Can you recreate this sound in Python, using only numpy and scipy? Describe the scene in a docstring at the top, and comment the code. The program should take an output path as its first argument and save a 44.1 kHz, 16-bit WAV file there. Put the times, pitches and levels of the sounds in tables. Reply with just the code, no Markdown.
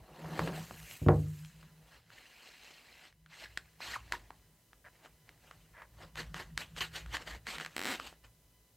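"""Cardboard box and sliding tray

A cardboard box is turned and set down on a wooden desk, then its tray is pulled out of the sleeve in jerks.
Rubbed card is noise shaped by resonances; catches, squeaks and a creak are slips ringing the card.
Blows and leaning hands excite the desk as decaying modes, a rattle, a low shake and a hum.
A fingertip drags over a flap, a short room tail follows, and steady hiss and a faint whine lie beneath."""
import sys
import numpy as np
from scipy import signal
from scipy.fft import rfft, irfft
from scipy.io import wavfile
from scipy.ndimage import uniform_filter1d

SR = 44100
rng = np.random.default_rng(int(sys.argv[2]) if len(sys.argv) > 2 else 0)


def store_pcm(level_fs):
    """Save levels as 16-bit WAV."""
    pcm = np.round(np.clip(level_fs, -1, 1) * 32767).astype(np.int16)
    wavfile.write(sys.argv[1], SR, np.atleast_2d(pcm).T)


def elevation(decibels):
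    """Turn decibel levels (scalar or array-like) into linear amplitude ratios."""
    levels = np.asarray(decibels, float)
    return 10 ** (levels / 20)


N = 386316  # length in samples

# Resonances of the rubbed card, tray deep in the sleeve and half way out.
# Each row: frequency in Hz, width in Hz, relative level in dB (the deep curve is sharpened later).
DEEP_RINGS = [(680, 220, -5.5), (1900, 670, 3.5), (2800, 720, 6), (4130, 350, 4.5), (4920, 1000, -1.5)]
OUT_RINGS = [(1800, 610, 6.5), (2930, 400, 4.5), (4190, 1160, 0)]
# Resonances of the paper surface. Each row: frequency in Hz, width in Hz, relative level in dB.
PAPER_FIZZ = [(6450, 870, -2), (7700, 1200, -2), (12580, 1600, -7.5)]
# Hands turn the box on the desk; pressing sounds hollow, skimming airy.
# Each row: time in seconds, level in dB, pressure from 0 to 1.
TURN = [(0.0, -75.5, 0.98), (0.4, -51, 0.91), (0.52, -59, 0.81), (0.68, -62, 0.37), (0.85, -59, 0.3),
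        (1.05, -67, 0.2), (1.45, -66, 0.1), (1.7, -72, 0.62), (1.9, -94, 0.63)]
# The tray slides for a while.
# Each row: start in seconds, length in seconds, first level in dB, last level in dB, panel ring in Hz.
SLIDES = [(2.104, 1, -61.5, -75.5, 2215), (3.285, 0.16, -62, -48.5, 1980), (3.8, 0.15, -46, -44.5, 1980),
          (5.028, 0.029, -59.5, -60, 1700), (6.157, 0.052, -45, -43.5, 1940),
          (6.337, 0.075, -50.5, -45.5, 1700), (6.577, 0.043, -44.5, -44.5, 2750),
          (6.762, 0.029, -43.5, -46.5, 3270), (7.257, 0.11, -45.5, -56.5, 1900),
          (7.462, 0.1, -44, -47.5, 2320), (7.767, 0.182, -65, -42, 2400)]
# Short scuffs of the card. Each row: time of the peak in seconds, rise over 20 dB in ms (at least 3 is used),
# fall over 20 dB in ms, peak level in dB, panel ring in Hz.
SCUFFS = [(0.485, 200, 31, -53.5, 1360), (0.574, 150, 206, -52, 1470), (0.916, 137, 185, -54.5, 3145),
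          (1.95, 179, 111, -61.5, 1390), (2.18, 145, 248, -62, 1750), (2.47, 249, 210, -57, 2600),
          (2.67, 222, 296, -57, 2580), (3.08, 900, 38.5, -59, 1934), (3.584, 359.5, 303, -66.5, 1980),
          (4.1, 417, 460, -64.5, 1890), (4.132, 15, 50, -44.5, 1890), (4.949, 64, 402, -70, 2174),
          (5.285, 51, 210, -70, 1900), (5.447, 85, 500, -66.5, 2630), (6.026, 83, 78, -55.5, 1050),
          (6.808, 2.5, 53, -31, 3030), (6.96, 35, 69, -41, 2700), (7.146, 30, 39, -36.5, 1900),
          (7.223, 200, 32, -51.5, 1630), (7.615, 59, 78, -45, 1830), (7.911, 266, 76, -51, 2640),
          (8.075, 207, 63, -50.5, 2820), (8.244, 10, 33, -56, 2510)]
# Hands lean on the desk. Each row: time in seconds, level of the low shake in dB, level of the hum in dB.
LEAN = [(0, -63, -73.5), (.34, -63, -45), (.5, -57, -37.5), (.9, -60.5, -70), (1.7, -65, -60.5),
        (2.3, -74.5, -86.5), (2.9, -75, -81), (3.2, -70, -72), (4.2, -56, -71.5), (4.5, -72, -75),
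        (5.9, -63, -72), (6.25, -53.5, -50.5), (7.1, -53, -64.5), (7.5, -62, -63), (8.25, -64.5, -74),
        (8.76, -73, -77.5)]
# Low resonances of the shaken desk. Each row: frequency in Hz, width in Hz, relative level in dB.
DESK_SHAKE = [(54.7, 10, -4.5), (111.5, 8.7, -9)]
# Box and hand land on the desk.
# Each row: time in seconds, peak in dB before the low cut, nominal contact time in ms.
THUMPS = [(0.245, -37.5, 0.11), (0.391, -28, 0.16), (0.439, -32.5, 0.17), (0.477, -27, 0.07),
          (0.709, -45, 0.23), (1.017, -24.5, 0.45), (1.064, -11.5, 0.39), (1.086, -7, 0.18),
          (1.616, -53, 0.44)]
# Modes of the desk. Each row: frequency in Hz, mean relative level in dB, t60 in seconds.
DESK_MODES = [(75.6, -5.5, 0.5), (99, -5, 0.42), (119.1, 1.5, 0.18), (151.95, 3, 0.73), (160, -10.5, 1.2),
              (282, -5, 0.22), (372, -2.5, 0.15), (472.7, -6.5, 0.26), (614, -8, 0.14), (849, -11, 0.14)]
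# Dense rattle of box and contents after a thump.
# Each row: frequency in Hz, then relative level in dB (first table) or t60 in seconds (second).
RATTLE_LEVEL = [(50, -69.5), (100, 1.5), (400, 8), (1000, 2.5), (2000, -2), (5000, -31)]
RATTLE_T60 = [(100, 0.27), (300, 0.18), (1500, 0.15)]
# The card catches and lets go. Each row: time in seconds, peak in dB, main ring in Hz.
SNAPS = [(0.392, -26.5, 1460), (0.393, -18, 455), (0.474, -25.5, 650), (0.709, -34, 620),
         (0.911, -36, 2480), (1.086, -25.5, 720), (1.448, -43.5, 2560), (1.629, -47.5, 1258),
         (2.103, -44.5, 1560), (3.126, -52.5, 1900), (3.261, -45, 1610), (3.574, -21, 1800),
         (3.804, -34.5, 930), (4.122, -18.5, 1800), (4.305, -36, 920), (4.731, -45, 1466),
         (5.058, -43, 1200), (5.291, -41, 1980), (5.511, -39.5, 1240), (5.82, -39.5, 1020),
         (6.156, -36, 1570), (6.343, -28, 1380), (6.576, -20.5, 1900), (6.764, -34, 1440),
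         (7.061, -38.5, 1440), (7.168, -26, 1700), (7.468, -28.5, 1800), (7.583, -30, 1800),
         (7.599, -28, 1560), (7.61, -32, 1800), (7.648, -29, 1800), (7.661, -27.5, 1770),
         (7.998, -28, 1160), (8.127, -45.5, 615)]
# Rings of a snap. Each row: frequency and width as multiples of the main ring,
# relative level in dB before the snap's strength and sharpening act on it.
CARD_RINGS = [(0.501, 0.24, -16.5), (0.998, 0.32, 3.5), (1.746, 0.51, -6.5), (2.302, .6, -3),
              (4.3, 0.49, -2.5), (7.001, 1.5, -16.5)]
# An edge jams and squeaks, falling in pitch.
# Each row: start in seconds, length in seconds, relative level in dB, first and last pitch in Hz.
SQUEAKS = [(3.454, 0.0083, -34, 1900, 1530), (3.953, 0.017, -25, 1800, 788), (4.132, 0.017, -27, 1057, 900),
           (4.148, 0.0089, -27.5, 2050, 1530), (6.806, 0.0155, -34, 3350, 3065),
           (6.808, 0.023, -33, 2310, 1670)]
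# A fingertip drags over a loose flap.
# Each row: start in seconds, length in seconds, rms level in dB before the fades.
DRAGS = [(4.841, 0.052, -52.5), (5.728, 0.14, -54.5)]
# Modes of the flap. Each row: frequency in Hz, width in Hz, relative level in dB before sharpening.
FLAP_MODES = [(623, 110, -1), (985, 120, -1), (1710, 540, 1.5)]
# Stick and slip of the tray. Each row: time in seconds, slips per second, mean peak of a bare slip in dB.
CREAK = [(7.7645, 62, -26), (7.8, 88, -30.5), (7.855, 110, -26.5), (7.883, 230, -31.5), (7.905, 290, -28.5),
         (7.93, 200, -33), (7.96, 130, -39)]
# Tray and paper surface join the creak. Each row: frequency in Hz, width in Hz, level in dB re the slips.
CREAK_BODY = [(270, 100, 9.5), (13600, 1700, 5)]
# Decay of the room. Each row: frequency in Hz, t60 in seconds.
ROOM_T60 = [(200, 0.41), (2000, 0.13), (12000, 0.16)]
# Spectra of the common hiss and of the opposed part. 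Each row: frequency in Hz, relative density in dB.
HISS_SPECTRUM = [(76, -31.5), (130, -12.5), (589, -18), (1080, -26), (3910, -27), (16000, -26.5)]
SIDE_SPECTRUM = [(100, -5.5), (1030, -11), (16000, -3)]
# Hiss and whine dip briefly. Each row: centre in seconds, half length in seconds, depth in dB.
HISS_DIPS = [(2.043, .05, -5.5), (3.193, 0.19, -6)]

OUT_S = 3.607  # the tray starts to sound half way out (s)
TURNED_S, AIR_DB = 1.5, -2  # hands slide over the glossy box until here (s), with this much more air (dB)
TURN_RING_HZ = 1700
HOLLOW_DB, AIRY_DB = (-17.5, 10), (-1.5, -14)  # body and fizz re level, skimming and pressed
ATTACK_S, STOP_DB_PER_S = 0.018, 493.5
SETTLE_DB, SETTLE_DB_PER_S = -13.5, 132  # after a slide the card creeps on, softly
MEDIUM_DB, MEDIUM_HZ = -50, 1900  # reference stroke
BODY_DB, FIZZ_DB = (-12.5, -6), (-14, -12)  # re level in a medium stroke, tray deep and half way out
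BODY_SLOPE, FIZZ_SLOPE = -0.29, -0.088  # dB gained per dB of a stronger stroke
BODY_DB_PER_OCTAVE, FIZZ_DB_PER_OCTAVE = -4.5, 4  # a slacker panel rings lower, hollower and duller
HUM_HZ, HUM_WIDTH_HZ = 157.6, 5.8
DESK_LOW_HZ = 66.4  # the desk radiates little below this
CREAK_HZ = 1800
ROOM_DB = -13.5
MIC_LOW_HZ = 41.4
HISS_DB, SIDE_DB = -70.5, -75  # rms outside the dips
WHINE_HZ = 1000.3
WHINE_DB, WHINE_FALL_DB = -84, -0.2014  # level, and change per square of the multiple


def evened(x):
    """Normalisation: scales a signal to rms 1."""
    return x / np.sqrt(np.mean(x ** 2) + 1e-20)


def read(points, hz):
    """Interpolation of a table on a logarithmic frequency axis."""
    f, value = np.transpose(points)
    return np.interp(np.log(hz + 1), np.log(f + 1), value)


def add(mix, s, sound):
    """Superposition: adds a sound to the mix at s seconds."""
    part = mix[round(s * SR):][:len(sound)]
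    part += sound[:len(part)]


def coloured(x, gain):
    """Linear filtering: multiplies the spectrum by a gain given as a function of Hz."""
    return irfft(rfft(x) * gain(np.fft.rfftfreq(len(x), 1 / SR)), len(x))


def peaks(modes):
    """Resonance: the powers of several resonance curves add."""
    return lambda hz: np.sqrt(sum(elevation(db) ** 2 / (1 + (2 * (hz - f) / w) ** 2) for f, w, db in modes))


def between(lo_hz, hi_hz):
    """Band limiting: gain curve of a band with steep sides."""
    return lambda hz: 1 / np.sqrt((1 + (lo_hz / (hz + 1)) ** 8) * (1 + (hz / hi_hz) ** 8))


def curve(rows, column):
    """Linear interpolation: one column of a table at every sample."""
    rows = np.array(rows)
    return np.interp(np.arange(N) / SR, rows[:, 0], rows[:, column])


def resonate(x, hz, width):
    """Heterodyning: a resonance follows the curve hz by shifting down, smoothing and shifting back."""
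    turn = np.exp(2j * np.pi * np.cumsum(hz) / SR)
    r = np.exp(-np.pi * width / SR)
    return 2 * (turn * signal.lfilter([1 - r], [1, -r], x / turn)).real


def slide_shape(t, s, length, first_db, last_db):
    """Sliding friction: level in dB rises at the start, drifts while held, then stops and settles."""
    held_db = np.interp(t, [s - 4 * ATTACK_S, s - ATTACK_S, s + ATTACK_S, s + length],
                        [-140, first_db - 32, first_db, last_db])
    after = np.maximum(t - s - length, 0)
    fall_db = np.maximum(-STOP_DB_PER_S * after, SETTLE_DB - SETTLE_DB_PER_S * after)
    return held_db + fall_db * (after > 0)


def scuff_shape(t, s, rise_ms, fall_ms, db):
    """Exponential growth and decay: level in dB climbs straight to its peak and falls straight."""
    before = (s - t) / max(rise_ms / 1000, .003)
    after = (t - s) / max(fall_ms / 1000, .003)
    return db - 20 * np.maximum(before, after)


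def stroke_colour(s, db, hz):
    """Radiation of a panel: body and fizz in dB depend on stroke strength, ring and tray position."""
    stronger_db, octaves = db - MEDIUM_DB, np.log2(hz / MEDIUM_HZ)
    body_db = BODY_DB[int(s > OUT_S + .2)] + BODY_SLOPE * stronger_db + BODY_DB_PER_OCTAVE * octaves
    fizz_db = FIZZ_DB[int(s > OUT_S)] + FIZZ_SLOPE * stronger_db + FIZZ_DB_PER_OCTAVE * octaves
    return body_db, fizz_db, hz


def strokes():
    """Power addition: stroke powers sum, and weight body, fizz and panel ring, at every sample."""
    t = np.arange(0, N / SR + .002, .001)
    shapes, colours = [], []
    for s, length, first_db, last_db, hz in SLIDES:
        shapes.append(slide_shape(t, s, length, first_db, last_db))
        colours.append(stroke_colour(s, max(first_db, last_db), hz))
    for s, rise_ms, fall_ms, db, hz in SCUFFS:
        shapes.append(scuff_shape(t, s, rise_ms, fall_ms, db))
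        colours.append(stroke_colour(s, db, hz))
    power = [elevation(shape) ** 2 for shape in shapes]
    stroke_power = np.sum(power, 0)
    body_db, fizz_db, ring_hz = np.transpose(colours) @ power / (stroke_power + 1e-30)

    s, turn_db, pressure = np.transpose(TURN)
    turn_power = elevation(np.interp(t, s, turn_db, right=-140)) ** 2
    pressure = np.clip(np.interp(t, s, pressure), 0, 1)
    total = stroke_power + turn_power
    turning = t < s[-1]
    body_db[turning] = np.interp(pressure, (0, 1), HOLLOW_DB)[turning]
    fizz_db[turning] = np.interp(pressure, (0, 1), AIRY_DB)[turning]
    ring_hz += turn_power / total * (TURN_RING_HZ - ring_hz)
    curves = (10 * np.log10(total), body_db, fizz_db, ring_hz)
    return [np.interp(np.arange(N) / SR, t, values) for values in curves]


def fibre_slips():
    """Random excitation: countless tiny fibre slips, bunched in time and patchy in colour."""
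    size = elevation(3.5 * np.minimum(rng.exponential(1, N), 4)) * (rng.random(N) < 2000 / SR)
    clumps = elevation(1.2 * evened(uniform_filter1d(rng.standard_normal(N), 300)))
    slips = clumps * (0.49 * evened(size * rng.standard_normal(N)) + rng.standard_normal(N))
    z = signal.stft(slips, nperseg=256, noverlap=192)[2]
    patches = uniform_filter1d(rng.standard_normal(z.shape[::-1]).T, 3, 0)
    patches = uniform_filter1d(patches, 14, 1)
    # the rubbed spot keeps changing colour
    return signal.istft(z * elevation(2.6 * evened(patches)), nperseg=256, noverlap=192)[1][:N]


def rub():
    """Friction noise: fibre slips excite the card; sleeve, body and fizz follow the stroke."""
    slips = fibre_slips()
    level_db, body_db, fizz_db, ring_hz = strokes()
    out_share = np.clip((np.arange(N) / SR - OUT_S) / 1.07, 0, 1)
    deep = coloured(slips, lambda hz: peaks(DEEP_RINGS)(hz) ** 1.2)
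    card = (1 - out_share) * deep + out_share * coloured(slips, peaks(OUT_RINGS))
    # the held panel bends, so its ring wanders
    flex = 1 + 0.033 * evened(uniform_filter1d(rng.standard_normal(N), 900))
    card += resonate(slips, ring_hz * flex, 520)

    turning = np.clip((TURNED_S - np.arange(N) / SR) / 0.11, 0, 1)
    broad = np.maximum(turning, 0.14 + out_share)  # deep in the sleeve its own low ring stands out
    bands = [(card, 900, 6000),
             (broad * slips + elevation(-9.5) * card, 200, 900),
             (coloured(slips, peaks(PAPER_FIZZ)), 6000, 15800)]
    parts = (coloured(part, between(lo_hz, hi_hz)) for part, lo_hz, hi_hz in bands)
    # each band is levelled over a quarter second
    sleeve, body, fizz = (part / np.sqrt(uniform_filter1d(part ** 2, SR // 4)) for part in parts)
    fizz += turning * elevation(AIR_DB) * evened(coloured(slips, between(9000, 15800)))
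    # the fizz needs speed: it comes late and leaves early
    speed_db = np.minimum(level_db, uniform_filter1d(level_db, 1500))
    return elevation(level_db) * (sleeve + elevation(body_db) * body) + elevation(speed_db + fizz_db) * fizz


def lean():
    """Forced vibration: leaning hands shake the desk low, in lumps, and keep it humming."""
    lumps = elevation(3.2 * evened(uniform_filter1d(rng.standard_normal((2, N)), 3000, axis=1)))
    shake = coloured(rng.standard_normal(N), peaks(DESK_SHAKE))
    shake = coloured(shake, between(25, 125))
    hum = coloured(rng.standard_normal(N), peaks([(HUM_HZ, HUM_WIDTH_HZ, 0)]))
    hum = coloured(hum, between(180, 190))  # thins the lower skirt of the resonance
    return elevation(curve(LEAN, 1)) * evened(lumps[0] * shake) + elevation(curve(LEAN, 2)) * evened(lumps[1] * hum)


def ring(modes):
    """Free vibration: dying sines after one blow; a close pair beats."""
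    t = np.arange(SR) / SR
    return sum(elevation(db - 60 * t / t60) * np.sin(2 * np.pi * hz * t) for hz, db, t60 in modes)


def thumps():
    """Impact: a short push, sharper when brief, drives the modes of the desk and a dying rattle."""
    out = np.zeros(N)
    t = np.arange(round(.03 * SR)) / SR
    hz, frame_s = np.fft.rfftfreq(512, 1 / SR), np.arange(200) * 128 / SR
    dying = elevation(read(RATTLE_LEVEL, hz)[:, None] - 60 * frame_s / read(RATTLE_T60, hz)[:, None])
    for (s, db, contact_ms), spot in zip(THUMPS, rng.random((len(THUMPS), len(DESK_MODES)))):
        push = t ** 2 * np.exp(-t / (0.00085 * max(contact_ms, .03)))
        # each spot favours other modes
        struck = [(f, mode_db + 3.4 * (c - .5), t60) for (f, mode_db, t60), c in zip(DESK_MODES, spot)]
        response = ring(struck)
        phases = np.exp(2j * np.pi * rng.random(dying.shape))
        rattle = signal.istft(dying * phases, nperseg=512, noverlap=384)[1]
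        share = min(1.5, 0.31 / contact_ms)  # soft blows rattle less
        response[:len(rattle)] += share * abs(response).max() * rattle / abs(rattle).max()
        response[0] += 13.0 * abs(response).max()  # the knock itself, heard straight
        sound = signal.fftconvolve(push, response)
        add(out, s, elevation(db) * sound / abs(sound).max())
    return signal.sosfilt(signal.butter(2, DESK_LOW_HZ, "high", fs=SR, output="sos"), out)


def snap(hz, db, jolts, sharp=1.14):
    """Stress release: a slip builds over a millisecond in uneven jolts through the damped rings of the card."""
    t = np.arange(len(jolts)) / SR
    burst = np.pad(jolts * t * np.exp(-t / 0.0008), (30, 400))
    # flatten the spectrum, so the jolts favour no pitch much
    burst = coloured(burst, lambda f: 1 / np.sqrt(abs(rfft(burst)) + 1e-9))
    # weak snaps are duller
    rings = peaks([(k * hz, w * hz, ring_db + 0.11 * k * db) for k, w, ring_db in CARD_RINGS])
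    sound = coloured(burst, lambda f: rings(f) ** sharp)
    return elevation(db) * sound / abs(sound).max()


def snaps():
    """Transient excitation: single catches of the card let go."""
    out = np.zeros(N)
    for (s, db, hz), jolts in zip(SNAPS, rng.standard_normal((len(SNAPS), 160))):
        add(out, s - 30 / SR, snap(hz, db, jolts))
    return out


def squeaks():
    """Frictional oscillation: a jammed edge gives a gliding tone with its octave, roughened."""
    out = np.zeros(N)
    for s, length, db, first_hz, last_hz in SQUEAKS:
        count = round(length * SR)
        phase = 2 * np.pi * np.cumsum(np.geomspace(first_hz, last_hz, count)) / SR
        tone = np.sin(phase) + 0.18 * np.sin(2 * phase)
        rough = 1 + 0.47 * evened(uniform_filter1d(rng.standard_normal(2000), 40))[:count]
        add(out, s, elevation(db) * 0.31 * tone * rough * signal.windows.tukey(count, .6))
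    return out


def drags():
    """Skin friction: coarse, uneven slips ring the few modes of the flap."""
    size = elevation(3 * np.minimum(rng.exponential(1, N), 4)) * (rng.random(N) < 3000 / SR)
    slips = size * rng.standard_normal(N)
    rung = coloured(slips, lambda hz: peaks(FLAP_MODES)(hz) ** 1.4)
    out = np.zeros(N)
    for s, length, db in DRAGS:
        part = rung[round(s * SR):][:round(length * SR)]
        add(out, s, elevation(db) * evened(part) * np.sqrt(np.hanning(len(part))))
    return out


def creak():
    """Stick-slip: the tray slips at a rate that climbs, then drops; the slips sound much alike."""
    s, rate, db = np.transpose(CREAK)
    t = np.arange(s[0], s[-1], 1 / SR)
    turns = np.cumsum(np.interp(t, s, rate)) / SR
    slip_times = np.r_[t[0], t[1:][np.diff(np.floor(turns)) > 0]]
    alike, out = rng.standard_normal(160), np.zeros(N)
    for when, draws in zip(slip_times, rng.standard_normal((len(slip_times), 162))):
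        late, strong, own = draws[0], draws[1], draws[2:]
        uneven = 1e-6 * late * np.interp(when, s, rate)  # quick slips keep time less well
        slip_db = np.interp(when, s, db) + 0.43 * strong
        slip = snap(CREAK_HZ * (1 + .04 * late), slip_db, alike + 0.4 * own, sharp=1.0)
        add(out, when + uneven - 30 / SR, slip)
    return out + coloured(out, peaks(CREAK_BODY))


def room(x):
    """Reverberation: sparse echoes of random sign, each band dying at its own speed."""
    taps = np.zeros(SR // 2)
    at = np.arange(150, len(taps) - 20, 20)
    taps[at + rng.integers(0, 20, len(at))] = rng.choice([-1., 1.], len(at))
    hz, t, z = signal.stft(taps, SR, nperseg=256)
    tail = signal.istft(z * elevation(-60 * t / read(ROOM_T60, hz)[:, None]), SR, nperseg=256)[1]
    return elevation(ROOM_DB) * signal.fftconvolve(x, tail / np.linalg.norm(tail))[:N]


def scene():
    """Superposition: everything on the desk, heard from one spot, alike in both channels."""
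    near = rub() + thumps() + snaps() + squeaks() + drags() + creak()
    return np.tile(near + room(near) + lean(), (2, 1))


def hiss():
    """Random noise: shaped hiss, with a weaker part opposed in the two channels."""
    common = evened(coloured(rng.standard_normal(N), lambda hz: elevation(read(HISS_SPECTRUM, hz))))
    side = evened(coloured(rng.standard_normal(N), lambda hz: elevation(read(SIDE_SPECTRUM, hz))))
    return elevation(HISS_DB) * common + np.outer([1, -1], elevation(SIDE_DB) * side)


def whine():
    """Harmonic series: eight multiples of one tone, wavering together in level."""
    t = np.arange(N) / SR
    waver = elevation(2.6 * evened(uniform_filter1d(rng.standard_normal(N), 3000)))
    tones = np.zeros(N)
    for k in range(1, 9):
        tone = np.sin(2 * np.pi * (k * WHINE_HZ * t + rng.random()))
        tones += elevation(WHINE_DB + WHINE_FALL_DB * k ** 2) * tone
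    return waver * tones


def band_limit(x):
    """A steep low-pass at the top of the band."""
    return signal.sosfilt(signal.butter(12, 15830, fs=SR, output="sos"), x)


def record(dry):
    """Linear pickup: a bass cut, then hiss and whine that dip together."""
    t = np.arange(N) / SR
    heard = signal.sosfilt(signal.butter(5, MIC_LOW_HZ, "high", fs=SR, output="sos"), dry)
    dips = elevation(sum(db * np.exp(-((t - s) / half) ** 4) for s, half, db in HISS_DIPS))
    mix = heard + dips * (hiss() + whine())
    return band_limit(mix)


dry = scene()
out = record(dry)
store_pcm(out)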